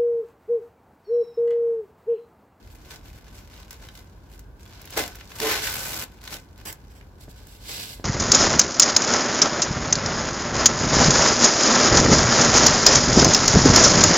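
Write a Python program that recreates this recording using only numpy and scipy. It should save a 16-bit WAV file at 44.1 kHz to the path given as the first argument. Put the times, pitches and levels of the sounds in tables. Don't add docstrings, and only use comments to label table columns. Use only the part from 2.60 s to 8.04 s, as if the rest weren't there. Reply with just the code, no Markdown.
import sys
import numpy as np
from scipy import signal
from scipy.fft import rfft, irfft
from scipy.io import wavfile
from scipy.ndimage import uniform_filter1d

SR = 44100
rng = np.random.default_rng(int(sys.argv[2]) if len(sys.argv) > 2 else 0)


def store_wav(level_fs):
    pcm = np.round(np.clip(np.atleast_2d(level_fs), -1, 1) * 32767)
    wavfile.write(sys.argv[1], SR, pcm.T.astype(np.int16))


N = 239977
TIME = np.arange(N) / SR


def from_db(db):
    return 10 ** (np.asarray(db) / 20)


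def rms_one(x):
    return x / np.sqrt(np.mean(x ** 2) + 1e-20)


def at_hz(points, hz):
    f, value = np.transpose(points)
    return np.interp(np.log(hz + 1), np.log(f), value)


def band(x, low_hz, high_hz, order=2):
    edges_hz = [low_hz, min(high_hz, .48 * SR)]
    return signal.sosfilt(signal.butter(order, edges_hz, "band", fs=SR, output="sos"), x + 1e-18)


def convolve(x, response):
    return signal.oaconvolve(np.atleast_2d(x), np.atleast_2d(response), axes=1)[:, :N]


def colour(x, spectrum, size=8192):
    spectrum_db = at_hz(spectrum, np.fft.rfftfreq(size, 1 / SR))
    cepstrum = irfft(np.log(from_db(spectrum_db)))
    cepstrum[1:size // 2] *= 2
    cepstrum[size // 2 + 1:] = 0
    return convolve(x, irfft(np.exp(rfft(cepstrum))))


def resonate(x, hz, width_hz):
    return signal.lfilter(*signal.iirpeak(hz, hz / width_hz, fs=SR), x + 1e-18)


def evened(x, window_s):
    window = int(window_s * SR)
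    power = uniform_filter1d(np.mean(x ** 2, axis=0), window)
    return x / np.sqrt(np.abs(uniform_filter1d(power, window)) + 1e-20)


def stroke(s, attack_s, hold_s, release_s, level_db, *above_db):
    before = np.maximum(s - TIME, 0) / attack_s
    after = np.maximum(TIME - s - hold_s, 0) / release_s
    gains = from_db(level_db + np.array([0, *above_db]))
    return (gains[:, None] * np.exp(-np.minimum(before + after, 20))) ** 2


def levels(strokes):
    level_db, *others = 10 * np.log10(sum(strokes))
    return [level_db] + [db - level_db for db in others]


# frequency in Hz, relative level in dB.
RUMBLE_SPECTRUM = [(15, -6), (25, -29.5), (46, 1), (70, -4.5), (100, -6), (125, -12.5), (190, -16),
                   (236, -18), (384, -21), (677, -27.5), (988, -25.5), (1330, -31.5), (1520, -26.5),
                   (1890, -40.5), (2480, -42.5), (2690, -43.5), (16000, -54)]
# frequency in Hz, likeness from 0 to 1.
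RUMBLE_LIKENESS = [(40, 0.99), (150, 0.91), (500, 0.71), (1200, 0.15), (4000, 0)]
RUMBLE_DB = -46


def rumble():
    shared_db = [(hz, 10 * np.log10(1 + np.clip(c, 0, .995))) for hz, c in RUMBLE_LIKENESS]
    opposite_db = [(hz, 10 * np.log10(1 - np.clip(c, 0, .995))) for hz, c in RUMBLE_LIKENESS]
    mid, side = rng.standard_normal((2, N))
    stereo = colour(mid, shared_db) + colour(side, opposite_db) * [[1], [-1]]
    return from_db(RUMBLE_DB) * rms_one(band(colour(stereo, RUMBLE_SPECTRUM), 33.56, 22000, order=6))


# frequency in Hz, width in Hz, level in dB (2 dB is taken off below).
ROOM_RESONANCES = [(222.4, 19, -8), (422.9, 15.2, -9), (571.8, 14, -6), (701.8, 16.5, -7.5),
                   (1029, 14, -6.5), (1528, 90, -3.5), (1734, 35, -4.5), (2051, 60.8, -0.5)]


def room_resonances(x):
    ringing = sum(from_db(db) * resonate(x, hz, width) for hz, width, db in ROOM_RESONANCES)
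    return x + from_db(-2.0) * ringing


def room(x, wet_db, t60_low, t60_high):
    t = TIME[:SR // 2]
    edges = np.geomspace(120, 17000, 8)
    t60s = np.geomspace(t60_low, t60_high, len(edges) - 1)
    tail = np.zeros((2, len(t)))
    for low_hz, high_hz, t60 in zip(edges, edges[1:], t60s):
        tail += band(rng.standard_normal((2, len(t))), low_hz, high_hz) * from_db(-60 * t / t60)
    tail = tail * (t > .006)
    return x + from_db(wet_db) * convolve(x, tail / np.linalg.norm(tail[0]))


def narrow_lows(x, corner_hz):
    mid, side = (x[0] + x[1]) / 2, (x[0] - x[1]) / 2
    side = signal.sosfilt(signal.butter(1, corner_hz, "high", fs=SR, output="sos"), side)
    return np.array([mid + side, mid - side])


# start in seconds, level in dB, contact time in seconds (longer lands softer).
FOOTFALLS = [(4.681, -26.5, 0.0012), (5.3978, -29.5, 0.000294)]
# frequency in Hz, level in dB, time to fade 60 dB in seconds.
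FLOOR_RINGS = [(131.5, -8, 0.069), (249, -7, 0.0298), (369, 1.5, 0.0117), (595, -3, 0.0112),
               (926, -11.5, 0.0085), (1520, -10.5, 0.007)]


def footfalls():
    out = np.zeros(N)
    for s, level_db, contact_s in FOOTFALLS:
        t = np.maximum(TIME - s, 0)
        knock = sum(from_db(db - 60 * t / t60) * np.sin(2 * np.pi * hz * t) for hz, db, t60 in FLOOR_RINGS)
        out += from_db(level_db) * knock * (1 - np.exp(-t / contact_s))
    return out


def air_push(low_hz, high_hz):
    return rms_one(band(rng.standard_normal(N), low_hz, high_hz))


def crease(hz, lag, scatter_db, scatter_s, size=1200):
    t = np.arange(size) / SR
    fade = np.exp(-t / scatter_s) * (1 - np.exp(-t / 0.000622))
    scatter = rng.standard_normal((2, size)) * fade
    paths = from_db(scatter_db) * scatter / np.linalg.norm(scatter[0])
    paths[[0, 1], [max(round(lag), 0), max(-round(lag), 0)]] += 1
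    return paths + 1.244 * np.sqrt(4000 / hz) * resonate(paths, hz, 0.339 * hz)


def crackle(per_s, spread_db, lag, lag_spread, scatter_db, count=96):
    kinds = []
    for hz in np.geomspace(900, 15000, count):
        kinds.append(crease(hz, lag + lag_spread * rng.normal(), scatter_db, 0.00642))
    sizes = from_db(spread_db * np.minimum(rng.exponential(1, N), 5)) * rng.choice([-1, 1], N)
    kind, length = rng.integers(0, count, N), kinds[0].shape[1]
    out = np.zeros((2, N + length))
    for at in np.flatnonzero(rng.random(N) < per_s / SR):
        out[:, at:at + length] += sizes[at] * kinds[kind[at]]
    return out[:, :N]


def sliding(strokes, spectrum, per_s, spread_db, lag, scatter_db, right_db, air_db):
    rub_db, sizzle_db = levels(strokes)
    moving = rub_db > -100
    grains = crackle(per_s * moving, spread_db, lag, lag_spread=0.77, scatter_db=scatter_db)
    grains = colour(grains, spectrum)
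    rub = evened(band(grains, 276, 6000, order=4), 0.084)
    sizzle = evened(band(grains, 7870, 18700, order=4), 0.088) * from_db(sizzle_db + 2.5)
    air = from_db(air_db) * air_push(65, 203)
    return from_db(rub_db - 1.09) * (rub + sizzle + air) * from_db([[-right_db], [right_db]])


# when it reaches full level in seconds, hold in seconds,
# rub in dB, sizzle in dB above the rub (`sliding` trims both a little).
SLEEVE_SLIDES = [(4.609, 0.029, -54, -1.5), (4.696, 0.0173, -55.5, 1), (4.769, .06, -55, -6.5),
                 (4.889, 0.0666, -54.5, -2), (5.093, 0.1372, -35.5, -5.5), (5.288, 0.048, -44.5, -2)]
# frequency in Hz, relative level in dB.
SLEEVE_SPECTRUM = [(120, -34), (200, -6), (263, -0.5), (366, -8), (635, -7), (1000, -12), (1420, -11.5),
                   (1680, -8), (1840, -15), (2050, -10), (4200, -3), (6520, -7), (7970, -7.5), (8900, -14),
                   (12800, -16), (16000, -19.5)]
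SLEEVE_ATTACK_SHARE, SLEEVE_RELEASE_SHARE = 0.268, 0.522


def sleeve():
    slides = []
    for s, hold_s, rub_db, sizzle_db in SLEEVE_SLIDES:
        attack_s, release_s = SLEEVE_ATTACK_SHARE * hold_s, SLEEVE_RELEASE_SHARE * hold_s
        slides.append(stroke(s, attack_s, hold_s, release_s, rub_db, sizzle_db))
    return sliding(slides, SLEEVE_SPECTRUM, per_s=12000, spread_db=5.0, lag=17, scatter_db=3,
                   right_db=1.0, air_db=-16.0)


# when it reaches full level in seconds, hold in seconds,
# rub in dB, sizzle in dB above the rub (`sliding` trims both a little).
ROLL_SWINGS = [(4.058, 0.043, -37.5, -2.5), (4.306, 0.0103, -60, -4.5), (4.353, 0.0263, -56.5, -5.5)]
# frequency in Hz, relative level in dB.
ROLL_SPECTRUM = [(120, -29), (200, -1), (373, 2), (519, -6.5), (821, -3), (1250, -5.5), (2090, -7),
                 (3070, -7), (4120, -13), (4600, -6), (6640, -6), (7970, 0), (9060, -11), (11500, -9.5),
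                 (16000, -11)]
ROLL_ATTACK_S, ROLL_RELEASE_S = 0.00326, 0.0171


def roll():
    swings = [stroke(s, ROLL_ATTACK_S, hold_s, ROLL_RELEASE_S, rub_db, sizzle_db)
              for s, hold_s, rub_db, sizzle_db in ROLL_SWINGS]
    return sliding(swings, ROLL_SPECTRUM, per_s=12000, spread_db=3.5, lag=16, scatter_db=-2.5,
                   right_db=1.6, air_db=-9.5)


# start in seconds, bite in dB (8 dB is taken off below),
# sizzle in dB above the bite.
CREASE_SNAPS = [(0.3082, -42.5, -10), (0.7814, -50.5, -8), (1.0297, -49, -9.5), (1.108, -41, 1),
                (1.129, -46, -3), (1.2388, -51, -10.5), (1.2873, -42.5, -14), (1.7363, -53, -7.5),
                (1.793, -51.5, 5.5), (2.0612, -51, -13), (2.2167, -49.5, 4), (2.2548, -49.5, 5),
                (2.2744, -45.5, -10.5), (2.3054, -48.5, 8), (2.3755, -30.5, 0), (2.4378, -32.5, -8.5),
                (2.4779, -39, -1), (2.5552, -46.5, 4), (2.61, -42, -18.5), (2.7181, -42, -21.5),
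                (2.8014, -27, -5), (2.9191, -27.5, -3.5), (3.0744, -28, -17.5), (3.5877, -56, -20),
                (3.6162, -49.5, -7), (3.6395, -44, -4.5), (3.6763, -34.5, -10.5), (3.9775, -54.5, -1),
                (4.0539, -45.5, 3.5), (4.127, -43, 6.5), (4.4108, -50.5, -28.5), (4.8696, -56, 10)]
SNAP_BODY_DB = -5.5
SNAP_HZ, SNAP_OCT_PER_DB = 5220, .05


def snaps(size=1200):
    out = np.zeros((2, N + size))
    for s, bite_db, sizzle_db in CREASE_SNAPS:
        ring_hz = SNAP_HZ * 2 ** (SNAP_OCT_PER_DB * sizzle_db)
        tick = crease(ring_hz, rng.normal(-0.97, 0.69), scatter_db=3.5, scatter_s=0.00306)
        body = band(tick, 712, 1560)
        bite = -band(tick, 1320, np.clip(2 * ring_hz, 3500, 8800))
        sizzle = band(tick, 9140, 17300)
        parts = [(body, SNAP_BODY_DB), (bite, 0), (sizzle, sizzle_db)]
        at = int(s * SR)
        out[:, at:at + size] += from_db(bite_db - 8) * sum(from_db(db) * rms_one(part) for part, db in parts)
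    return out[:, :N]


# time in seconds, crinkle in dB.
# Here and in the next three tables, `bag` and `billow` trim the levels by a dB or two.
BAG_STIR = [(0, -64), (.06, -58), (.43, -62), (.9, -57.5), (1.4, -59.5), (1.6, -67.5), (1.78, -60),
            (1.87, -73), (1.96, -82.5), (2.08, -56.5), (2.7, -53.5), (3.55, -59), (3.92, -65), (4.4, -62),
            (4.52, -70), (4.7, -60), (5.44, -66.5)]
STIR_SIZZLE_DB, STIR_BILLOW_DB = -8, -5.5
# when it reaches full level in seconds,
# hold in seconds, crinkle in dB, sizzle in dB above the crinkle.
GRIP_FLEXES = [(0.125, 0.027, -62.5, 4), (0.231, 0.057, -56, -6.5), (0.312, .035, -44.5, -7.5),
               (0.453, 0.045, -54, -6), (0.551, 0.025, -54, -6), (0.675, 0.0097, -53, -12),
               (0.749, 0.041, -52, -4.5), (0.923, 0.0845, -51.5, -9.5), (1.13, 0.0061, -48, -7.5),
               (1.223, 0.0357, -50, -9), (1.35, 0.038, -51, -5), (1.712, 0.04, -59.5, -2),
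               (2.005, 0.0576, -57, -5), (2.115, 0.153, -52.5, -18.5), (2.326, 0.0224, -40, -9.5),
               (2.508, 0.091, -50.5, -10.5), (2.704, 0.029, -49.5, -6.5), (2.765, .025, -43, -2),
               (3.647, 0.039, -46.5, -6.5), (4.002, 0.0049, -50, -10.5)]
FLEX_ATTACK_S, FLEX_RELEASE_S, FLEX_BILLOW_DB = 0.0198, 0.024, -7
# when it reaches full level in seconds, then attack, hold and release
# in seconds, crinkle in dB, sizzle and billow in dB above the crinkle.
HARD_TUGS = [(2.373, 0.00575, 0.01214, .038, -24, -5.5, -1.5),
             (2.822, 0.01408, 0.0537, 0.0193, -28, -6, -0.5),
             (2.898, 0.029, 0.0285, 0.081, -23.5, -8.5, -8.5),
             (3.031, 0.01266, 0.0447, 0.0886, -29.5, -4.5, -12.5),
             (3.727, 0.0181, 0.0137, 0.02595, -35, -4.5, -7.5)]
LONG_DRAW = (3.14, 0.0537, 0.3023, 0.0012, -35, -1.8, -7)


def handling():
    stir_db = np.interp(TIME, *np.transpose(BAG_STIR))
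    stir = from_db(stir_db + np.array([[0], [STIR_SIZZLE_DB], [STIR_BILLOW_DB]])) ** 2
    flexes = [stroke(s, FLEX_ATTACK_S, hold_s, FLEX_RELEASE_S, db, sizzle_db, FLEX_BILLOW_DB)
              for s, hold_s, db, sizzle_db in GRIP_FLEXES]
    tugs = [stroke(*tug) for tug in HARD_TUGS]
    return levels([stir, *flexes, *tugs, stroke(*LONG_DRAW)])


RIP_START_S, RIP_END_S, TEETH_PER_S = 3.28, 3.45, 85


def perforation(depth):
    rate = TEETH_PER_S * (1 + 0.095 * rms_one(band(rng.standard_normal(N), 10, 30)))
    since_tooth = np.cumsum(rate) / SR % 1
    ripping = (TIME > RIP_START_S) & (TIME < RIP_END_S)
    return np.where(ripping, rms_one(np.exp(-depth * since_tooth)), 1)


FIRM_DB, FIRM_CREASES_PER_S, RATE_FOLLOWS = -31.5, 3600, .2
TENSION_OCT_PER_DB = 0.05
# frequency in Hz, width in Hz, relative level in dB.
BILLOW_RINGS = [(284.4, 69, 2), (373, 71.6, 6), (510.5, 81, -10.5), (629, 68, -2.5), (864, 120, -8.5)]


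def billow(crinkle_db, billow_db):
    folds = crackle(FIRM_CREASES_PER_S, spread_db=5.5, lag=0, lag_spread=6.47, scatter_db=-0.5)
    struck = band(folds, 208.4, 963)
    ringing = rms_one(sum(from_db(db) * resonate(struck, hz, width) for hz, width, db in BILLOW_RINGS))
    pitch = 2 ** (TENSION_OCT_PER_DB * np.clip(crinkle_db - FIRM_DB, -6, 7))
    read_at = np.cumsum(pitch) % N
    ringing = np.array([np.interp(read_at, np.arange(N), side) for side in ringing])
    flap = np.clip((crinkle_db + billow_db + 42.5) / 10, .1, 1)
    flops = rms_one(band(folds, 229, 969))
    return evened(flap * ringing + (1 - flap) * flops, 0.0164) * from_db(billow_db + 1.0)


# frequency in Hz, relative level in dB.
SLACK_SPECTRUM = [(350, -32.5), (600, -8), (1050, -11), (1160, -7.5), (1510, -4), (1930, -10.5), (2240, -5),
                  (2470, -6.5), (7620, -6.5), (8860, -10.5), (11700, -11.5), (15500, -11), (16000, -24.5)]
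# frequency in Hz, relative level in dB.
TAUT_SPECTRUM = [(350, -23), (600, -3), (950, -11), (1290, -7), (1500, -8), (2090, -6.5), (2610, -11.5),
                 (3990, -10.5), (7310, -13), (8740, -16.5), (12500, -17), (16000, -17)]
SOFT_SPREAD_DB, FIRM_SPREAD_DB = 5.5, 4
CLUSTER_DB, CLUSTER_LOW_HZ, CLUSTER_HIGH_HZ = 0.97, 12.7, 60


def bag():
    crinkle_db, sizzle_db, billow_db = handling()
    per_s = FIRM_CREASES_PER_S * from_db(RATE_FOLLOWS * (crinkle_db - FIRM_DB))
    taut = np.clip((crinkle_db - FIRM_DB) / 9, 0, 1)
    spread_db = np.interp(crinkle_db, [-58, FIRM_DB], [SOFT_SPREAD_DB, FIRM_SPREAD_DB])
    creases = crackle(per_s, spread_db, lag=-2, lag_spread=2.8, scatter_db=0.0)
    slack_film = rms_one(colour(creases, SLACK_SPECTRUM))
    taut_film = rms_one(colour(creases, TAUT_SPECTRUM))
    film = (1 - taut) * slack_film + taut * taut_film
    crinkle = evened(band(film, 769, 6204, order=4), 0.0215)
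    sizzle = evened(band(film, 7413, 17600, order=4), 0.0206) * from_db(sizzle_db + 2.0)
    swing = rms_one(band(rng.standard_normal(N), CLUSTER_LOW_HZ, CLUSTER_HIGH_HZ))
    clusters = from_db(CLUSTER_DB * swing)
    crackling = (crinkle + sizzle) * clusters * perforation(depth=0.78)
    air = from_db(np.minimum(crinkle_db, -35) - 11.5) * air_push(52.6, 145.3)
    return from_db(crinkle_db - 1.15) * (crackling + billow(crinkle_db, billow_db)) + air


def scene():
    sources = bag() + snaps() + roll() + sleeve() + footfalls()
    in_room = room(room_resonances(sources), wet_db=-10.5, t60_low=0.315, t60_high=0.093)
    return narrow_lows(in_room, corner_hz=863) + rumble()


# frequency in Hz, width in Hz, boost or cut in dB.
PORT_COLOUR = [(1284, 397, -4), (8978, 2305, -7), (12200, 1790, 3)]
CUTOFF_HZ = 16000


def record(dry):
    for hz, width, db in PORT_COLOUR:
        dry = dry + (from_db(db) - 1) * resonate(dry, hz, width)
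    return signal.sosfilt(signal.ellip(12, .1, 80, CUTOFF_HZ, fs=SR, output="sos"), dry)


dry = scene()
out = record(dry)
store_wav(out)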